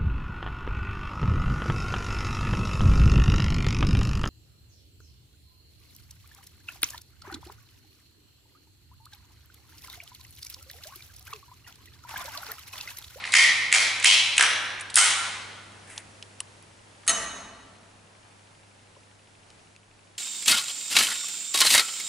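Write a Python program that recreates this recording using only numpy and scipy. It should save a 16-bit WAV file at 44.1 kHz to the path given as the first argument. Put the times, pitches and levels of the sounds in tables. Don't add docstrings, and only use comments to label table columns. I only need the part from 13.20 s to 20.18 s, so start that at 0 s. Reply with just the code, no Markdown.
import sys
import numpy as np
from scipy import signal
from scipy.fft import rfft, irfft
from scipy.io import wavfile
from scipy.ndimage import uniform_filter1d

SR = 44100
rng = np.random.default_rng(int(sys.argv[2]) if len(sys.argv) > 2 else 0)


def natural_amplitude(level_db):
    exponent = np.asarray(level_db, float) / 20
    return 10 ** exponent


def master(y):
    cut = np.clip(np.atleast_2d(y).T, -1, 1)
    pcm = np.round(cut * 32767)
    wavfile.write(sys.argv[1], SR, pcm.astype(np.int16))


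N = 307785
T = np.arange(N) / SR

# (time [s], ring level [dB], ring frequency [Hz], edge re ring [dB])
PIN_BLOWS = [(.039, -27.5, 2170, -19), (.0511, -30, 2110, -21), (.0746, -32, 2020, -14),
             (.1207, -27, 4030, -2), (.1281, -27.5, 2150, -9), (.1379, -12, 2120, -7), (.15, -16, 2280, -9),
             (.1686, -18.5, 2300, -5), (.5169, -26, 1960, -7), (.5258, -13, 2090, -4),
             (.5377, -19, 2110, -6), (.5467, -14.5, 2090, -5), (.5573, -18, 2110, -8),
             (.798, -29.5, 2170, -4), (.8259, -26, 2300, -6), (.844, -14, 2170, -2), (.8544, -15, 2500, -8),
             (1.167, -34, 1960, 2), (1.1793, -13, 2450, -3.5), (1.2085, -13.5, 1900, -5),
             (1.226, -19, 1680, -2), (1.2359, -18, 1590, -13), (1.5962, -37, 2110, -6),
             (1.6088, -37, 1890, 3), (1.6999, -38, 3620, -2), (1.7416, -32, 4480, 3.5),
             (1.7562, -24, 4330, 13), (1.765, -19, 2000, 3), (1.7737, -17, 1530, -.4),
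             (1.7854, -21.5, 4200, 3)]
# (time [s], ring level [dB], ring frequency [Hz], edge re ring [dB])
HOOK_BLOWS = [
    (3.8345, -50, 1450, -25),
    (3.8655, -44, 1400, 4),
    (3.8719, -43, 1500, -3),
    (3.8775, -28, 2390, 11.5),
    (3.882, -27, 4010, .3),
    (3.8925, -27, 4010, 6),
    (3.8995, -25, 1830, 0),
]
# (start [s], hardest blow [s])
CLANK_TIMES = [
    (0, .039),
    (.11, .1375),
    (.5, .5255),
    (.82, .8435),
    (1.16, 1.179),
    (1.73, 1.756),
    (3.82, 3.877),
]
# (tail in the hall [dB], gain lost to the limiter [dB])
CLANK_LEVELS = [
    (-41, 3.5),
    (-17.5, 7),
    (-23, 5),
    (-19, 5.5),
    (-25, -0.5),
    (-19, 5.5),
    (-32, 2.5),
]
# (frequency [Hz], density [dB per Hz])
CLANK_COLOURS = [
    [(300, -35.5), (1260, -13), (1700, -20), (2060, -8.5), (3060, -17), (4390, -12), (5020, -21.5),
     (11000, -24)],
    [(300, -48.5), (1110, -17.5), (1620, -28.5), (1800, 5), (2290, 3.5), (2600, -7.5), (9320, -14),
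     (11000, -15)],
    [(200, -41), (880, -18.5), (1710, -11.5), (2270, -2), (2690, -11.5), (3640, -11.5), (6880, -11.5),
     (11000, -17)],
    [(300, -43), (1000, -14.5), (1270, -20.5), (1620, -18.5), (2290, 0), (3100, 1), (3550, -3.5),
     (11000, -11.5)],
    [(250, -28.5), (800, -15.5), (1710, -2), (3830, -9), (4760, -16.5), (5820, -8), (6880, -17.5),
     (10000, -13.5)],
    [(300, -33.5), (585, -23), (804, -12.5), (1500, -5.5), (2200, -3.5), (4840, -7.5), (9300, -1),
     (11000, -11)],
    [(200, -7.5), (450, -12.5), (1200, -2), (1890, -4.5), (2350, -7), (4760, -14.5), (6330, -2.5),
     (11000, -10.5)],
]
# (frequency [Hz], width [Hz], level [dB])
PLATE_MODES = [
    [(2070, 150, 0), (4430, 270, -14)],
    [(1980, 450, 0), (3140, 54, -6), (4460, 180, -12), (4880, 47, -11), (5620, 56, -14), (9040, 70, -17)],
    [(2310, 180, 0), (3200, 130, -5), (4180, 63, -8), (6690, 56, -11), (8430, 340, -15), (9040, 250, -15)],
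    [(2280, 110, -4), (2650, 190, -3), (3170, 72, 0), (3960, 53, -10), (5360, 45, -9), (6380, 37, -12)],
    [(1710, 160, 0), (2290, 65, -1), (2770, 100, -4), (3270, 72, -5), (5650, 53, -10), (8860, 41, -16)],
    [(1480, 38, 0), (2150, 130, -2), (3090, 200, -3), (6210, 91, -7)],
    [(684, 54, 0)],
]
PLATE_MODES_DB = [-10, -9, -10, -7, -11, -13, -21]
BAR_MODES_HZ = [680, 1180, 1313, 1824, 1911, 2637, 2976, 3784, 4198, 6481, 7445, 8510, 9743, 9824]
BAR_MODES_DB = [-21, -14, -10, -13, -10, -19, -7, -8.5, -9, 2, -12, -14, -16, -10]
# (time [s], time until a hand damps it [s])
BAR_BLOWS = [
    (3.879, .035),
    (3.893, .02),
]
BAR_BLOWS_DB = [-19.5, -19.5]
# (frequency [Hz], T60 [s])
HALL_DECAY = [(200, 2.7), (800, 1.68), (2000, 1.223), (4000, 1.17), (7000, 0.77), (11000, 0.69)]
# (frequency [Hz], side minus mid [dB])
HALL_WIDTH = [(200, -15.5), (1000, -7.5), (4000, -7), (11000, -8)]
# (time [s], low ring [dB], low ring [Hz], high ring [dB], high ring [Hz])
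BODY_CLICKS = [
    (2.5196, -55, 1120, -57, 7690),
    (2.7779, -35, 3750, -34, 5560),
    (3.0256, -37.5, 3700, -53, 9000),
    (3.2033, -32, 2820, -28, 9800),
    (3.4249, -62, 1060, -52, 10000),
    (6.3022, -54.5, 2900, -54, 4970),
    (6.5623, -51, 2520, -57, 6740),
]
# (time [s], level [dB], frequency [Hz], length [s])
BODY_KNOCKS = [
    (2.775, -45, 930, 0.0067),
    (3.204, -43.5, 1070, 0.009),
    (5.763, -53, 960, .006),
    (5.766, -51, 460, 0.0093),
]
# (start [s], level [dB], treble re low [dB], rise [s], hold [s])
CLOTH_RUB = [
    (2.702, -48.5, -1.5, .05, .065),
    (2.779, -49, 6, .002, .002),
]
# (time [s], level [dB], rise [s])
PULLEY_WHISPER = [
    (4.45, -59, .15),
    (5.06, -57, .4),
    (6.31, -69, .6),
]
# (time [s], level [dB])
FLOOR_LURCHES = [
    (3.894, -56),
    (4.01, -47.5),
    (4.252, -58),
    (4.42, -65),
]
# (frequency [Hz], density [dB per Hz])
HISS_COLOUR = [(12, -46), (20, -19), (48, -13), (75, -8), (103, -9), (153, -6), (194, -9), (463, -10),
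               (850, -11), (1110, -14), (2200, -16), (2510, -16.5), (3350, -18.5), (10200, -22.5),
               (11000, -26), (14300, -65), (22000, -120)]
# (frequency [Hz], side minus mid [dB])
HISS_WIDTH = [(60, -18.5), (110, -17), (190, -5), (340, -3), (610, -1), (1100, 0), (1960, -0.5), (3510, -4),
              (6270, -6), (11200, -9.5)]
# (time [s], level [dB])
ROOM_TONE_LEVEL = [(0, -52), (2.6, -52), (3.6, -55.5), (5, -57), (7, -59)]
# (frequency [Hz], rms level [dB])
MAINS_HUM = [(100, -61.5), (200, -73.5), (300, -80.5)]

EDGE_HZ, EDGE_HZ_PER_DB, EDGE_TOP_HZ = 8530, 191.5, 9300
CONTACT_S, CONTACT_DB_PER_HALVING = .0034, 30
REBOUND_S, REBOUND_DB = .007, -13
CLANK_SPAN_S = .105
SKIRT_LOW_DB, SKIRT_HIGH_HZ, SKIRT_HIGH_DB = -19.5, 15440, -31.5
STACK_PAN_DB = -.5
BAR_LEFT_DB, BAR_T60_S, BAR_BEAT_DB = -35.5, 1.1, 3
BAR_WET_DB = -46
EARLIER_S, EARLIER_DB = .32, -28.5
CLICK_S = .0022
RUB_FADE_DB_S, RUB_TREBLE_FADE_DB_S = 300, 650
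TICK_S, TICK_PERIOD_S, TICK_LENGTH_S = .0715, .04, .003
TICK_HZ, TICK_DB, TICK_WEAK_DB = 2650, -59.5, -8
THUD_RISE_S, THUD_FADE_DB_S, THUD_DEEP_DB, THUD_DEEP_S = .069, 99, -84.5, .56
PULLEY_FADE_DB_S = 32
LIMIT_DB, RELEASE_S, TOP_HZ = 0, .048, 11000


def stack():
    direct, sent = np.zeros(N), np.zeros(N)
    blows = PIN_BLOWS + HOOK_BLOWS
    for (s, db, hz, edge), late in zip(blows, rng.random(len(blows))):
        edge_db = db + edge
        edge_hz = min(EDGE_HZ + EDGE_HZ_PER_DB * edge, EDGE_TOP_HZ)
        length = CONTACT_S * 2 ** (-(max(db, edge_db) + 19) / CONTACT_DB_PER_HALVING)
        add(direct, s, clack(db, hz, edge_db, edge_hz, length, wide=.35))
        rebound = clack(db + REBOUND_DB, hz, edge_db + REBOUND_DB, edge_hz, 2 * length, wide=.35)
        add(direct, s + REBOUND_S * (.5 + late), rebound)
    clanks = zip(CLANK_TIMES, CLANK_LEVELS, CLANK_COLOURS, PLATE_MODES, PLATE_MODES_DB)
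    for (start, _), (tail_db, _), spectrum, modes, modes_db in clanks:
        push = np.zeros(SR // 2)
        for s, ring_db, _, edge in blows:
            if start <= s < start + CLANK_SPAN_S:
                push[int((s - start) * SR)] = natural_amplitude(ring_db) * np.hypot(1, natural_amplitude(edge))
        add(sent, start, plates(push, spectrum, modes, modes_db) * natural_amplitude(tail_db))
    return direct, sent


def plates(push, spectrum, modes, modes_db):
    (low_hz, low_db), (_, high_db) = spectrum[0], spectrum[-1]
    below = (.6 * low_hz, low_db + SKIRT_LOW_DB)
    above = (SKIRT_HIGH_HZ, high_db + SKIRT_HIGH_DB)
    crash = colour(push, [below, *spectrum, above, (SR / 2, -120)])
    rings = sum(natural_amplitude(db) * band(push, hz, width + 50) / np.sqrt(width + 50) for hz, width, db in modes)
    return (unit(crash) + natural_amplitude(modes_db) * unit(rings)) / np.sqrt(len(push))


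def clack(low_db, low_hz, high_db, high_hz, length, wide=.2, broad=.4):
    t = T[:1024]
    contact = np.exp(-(t / (1.1 * length)) ** 2) + .3 * np.exp(-t / (2 * length))
    chatter = rng.standard_normal((4, len(t))) * contact * np.minimum(t / .0003, 1)
    ring = patch(chatter[0], low_hz, wide * low_hz, .6 * low_hz)
    crack = patch(chatter[1], 3300, 2600, 2600)
    edge = patch(chatter[2], high_hz, 1500, 4000)
    sizzle = patch(chatter[3], 8000, 6000, 6000)
    return energy(ring + broad * crack, low_db) + energy(edge + .6 * sizzle, high_db)


def bar():
    held_ring, left_ring = np.zeros(N), np.zeros(N)
    t, start = T[:SR], BAR_BLOWS[0][0]
    phases = rng.random(len(BAR_MODES_HZ))
    modes = [natural_amplitude(db) * np.sin(2 * np.pi * (hz * t + phase))
             for hz, db, phase in zip(BAR_MODES_HZ, BAR_MODES_DB, phases)]
    swing = 0
    for (s, held), db in zip(BAR_BLOWS, BAR_BLOWS_DB):
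        since = np.maximum(t - s + start, 0)
        blow = natural_amplitude(db) * np.exp(-(since / held) ** 2.5) * np.minimum(since / .002, 1)
        swing = np.hypot(swing, blow)
    add(held_ring, start, swing * sum(modes))
    swaying = 0
    for mode, hz in zip(modes, BAR_MODES_HZ):
        fade_db = 60 * t / BAR_T60_S * max(hz / 3000, 1) ** .45
        swaying = swaying + mode * natural_amplitude(BAR_BEAT_DB * walk(40, size=len(t)) - fade_db)
    add(left_ring, start, natural_amplitude(BAR_BLOWS_DB[-1] + BAR_LEFT_DB) * swaying * np.minimum(t / .03, 1))
    return held_ring, left_ring


def hall():
    t, out = T[:2 * SR], 0
    for hz in 125 * 2 ** np.arange(0, 6.8, 1 / 3):
        noise = rng.standard_normal((2, len(t)))
        mid, side = band(band(noise, hz, hz / 3), hz, hz / 3)
        side = side * natural_amplitude(by_hz(HALL_WIDTH, hz))
        decay = np.exp(-np.log(1000) * t / by_hz(HALL_DECAY, hz))
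        out = out + np.array([mid + side, mid - side]) * decay
    lumps = natural_amplitude(3.8 * walk(250, size=len(t)) * np.exp(-t / .11))
    onset = np.clip((t - .003) / .01346, 0, 1)
    return out * lumps * onset / np.sqrt(np.mean(out[:, :SR // 10] ** 2))


def camera():
    out = np.zeros((2, N))
    for s, *click in BODY_CLICKS:
        add(out, s, clack(*click, CLICK_S, wide=.3, broad=.9))
    for s, db, hz, length in BODY_KNOCKS:
        add(out, s, band(clack(db, hz, db - 30, 6400, length), hz, hz))
    grain = rng.standard_normal((2, N)) * natural_amplitude(2.5 * walk(200))
    low, treble = patch(grain[0], 1950, 800, 1400), patch(grain[1], 9000, 4500, 5500)
    for s, db, treble_db, rise, hold in CLOTH_RUB:
        out += low * swell(s, db, rise, hold, RUB_FADE_DB_S)
        out += treble * swell(s, db + treble_db, rise, hold, RUB_TREBLE_FADE_DB_S)
    for k, s in enumerate(np.arange(TICK_S, N / SR, TICK_PERIOD_S)):
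        db = TICK_DB + TICK_WEAK_DB * (k % 2) + .8 * rng.standard_normal()
        tick = clack(db, TICK_HZ, db - 30, 6000, TICK_LENGTH_S, wide=.3, broad=.2)
        add(out, s, tick * np.array([[1.3], [.7]]))
    return out


def pulleys():
    grain = rng.standard_normal((2, N)) * natural_amplitude(3.5 * walk(30))
    pulls = sum(swell(s, db - 3.5, rise, 0, PULLEY_FADE_DB_S) for s, db, rise in PULLEY_WHISPER)
    return patch(grain, 1000, 1400, 1400) * pulls


def floor():
    deep, low = rng.standard_normal((2, N))
    rumble = swell(FLOOR_LURCHES[0][0], THUD_DEEP_DB, THUD_RISE_S, THUD_DEEP_S, THUD_FADE_DB_S)
    lurches = sum(swell(s, db, THUD_RISE_S, 0, THUD_FADE_DB_S) for s, db in FLOOR_LURCHES)
    return patch(deep, 25, 25, 25) * rumble + unit(band(low, 55.3, 25)) * lurches


def room_tone():
    mid, side = (colour(noise, HISS_COLOUR) for noise in rng.standard_normal((2, N)))
    side = colour(side, HISS_WIDTH) / np.std(mid)
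    air = (unit(mid) + side * np.array([[1], [-1]])) * natural_amplitude(.73 * walk(4.6))
    hum = 0
    for hz, db in MAINS_HUM:
        level = np.sqrt(2) * natural_amplitude(db + .5 * walk(8.9))
        hum = hum + level * np.sin(2 * np.pi * hz * T + .3 * walk(5.4))
    stirring = patch(rng.standard_normal((2, N)), 22, 20, 20) * natural_amplitude(-74)
    return (air + hum * natural_amplitude(56.5)) * natural_amplitude(along(ROOM_TONE_LEVEL, column=1)) + stirring


def ducking():
    lost_db = 0
    for (_, s), (_, db) in zip(CLANK_TIMES, CLANK_LEVELS):
        since = np.maximum(T - s, 0)
        lost_db = lost_db + db * (T > s) * np.exp(-(since / RELEASE_S) ** 1.8)
    return natural_amplitude(-uniform_filter1d(lost_db, size=133))


def along(table, column):
    rows = np.array(table, float)
    return np.interp(T, rows[:, 0], rows[:, column], left=-120, right=-120)


def by_hz(table, hz):
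    rows = np.array(table, float)
    return np.interp(np.log(np.maximum(hz, 1)), np.log(rows[:, 0]), rows[:, 1])


def colour(x, table):
    size = 2048
    cep = irfft(by_hz(table, np.arange(size // 2 + 1) * SR / size) * np.log(10) / 20)
    cep[1:size // 2] *= 2
    cep[size // 2 + 1:] = 0
    return signal.fftconvolve(x, irfft(np.exp(rfft(cep))))[:len(x)]


def unit(x):
    return x / np.sqrt(np.mean(x ** 2))


def energy(x, db):
    return x * natural_amplitude(db) * np.sqrt(SR / 200 / np.sum(x ** 2))


def band(x, hz, width):
    return signal.lfilter(*signal.iirpeak(hz, hz / max(width, 1), SR), x)


def patch(x, hz, width, outer_width):
    return unit(band(band(x, hz, width), hz, outer_width))


def walk(rate, size=N):
    k = int(SR / rate)
    steps = np.repeat(rng.standard_normal(size // k + 1), k)
    return 1.2 * uniform_filter1d(steps, k)[:size]


def swell(s, db, rise, hold, fade_db_s):
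    climb_db = 25 * np.maximum(s - T, 0) / max(rise, 1e-3)
    return natural_amplitude(db - climb_db - fade_db_s * np.maximum(T - s - hold, 0))


def add(out, s, x):
    i = int(s * SR)
    x = x[..., :N - i]
    out[..., i:i + x.shape[-1]] += x


def scene():
    direct, sent = stack()
    held_ring, left_ring = bar()
    room = hall()
    wet = signal.fftconvolve((sent + held_ring * natural_amplitude(BAR_WET_DB))[None], room, axes=1)[:, :N]
    impulse = signal.unit_impulse(SR // 2)
    earlier = plates(impulse, CLANK_COLOURS[0], PLATE_MODES[0], PLATE_MODES_DB[0]) * natural_amplitude(EARLIER_DB)
    add(wet, 0, signal.fftconvolve(earlier[None], room, axes=1)[:, int(EARLIER_S * SR):])
    blows = direct / ducking() * natural_amplitude(STACK_PAN_DB * np.array([[.5], [-.5]]))
    return blows + held_ring + left_ring + wet + camera() + pulleys() + floor() + room_tone()


def low_pass(x):
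    return signal.sosfilt(signal.butter(12, 11820, fs=SR, output="sos"), x)


def record(dry):
    top_cut = signal.ellip(8, .3, 55, TOP_HZ, fs=SR, output="sos")
    cut = signal.sosfilt(top_cut, dry * ducking())
    mix = np.clip(cut, -natural_amplitude(LIMIT_DB), natural_amplitude(LIMIT_DB))
    return low_pass(mix)


dry = scene()
out = record(dry)
master(out)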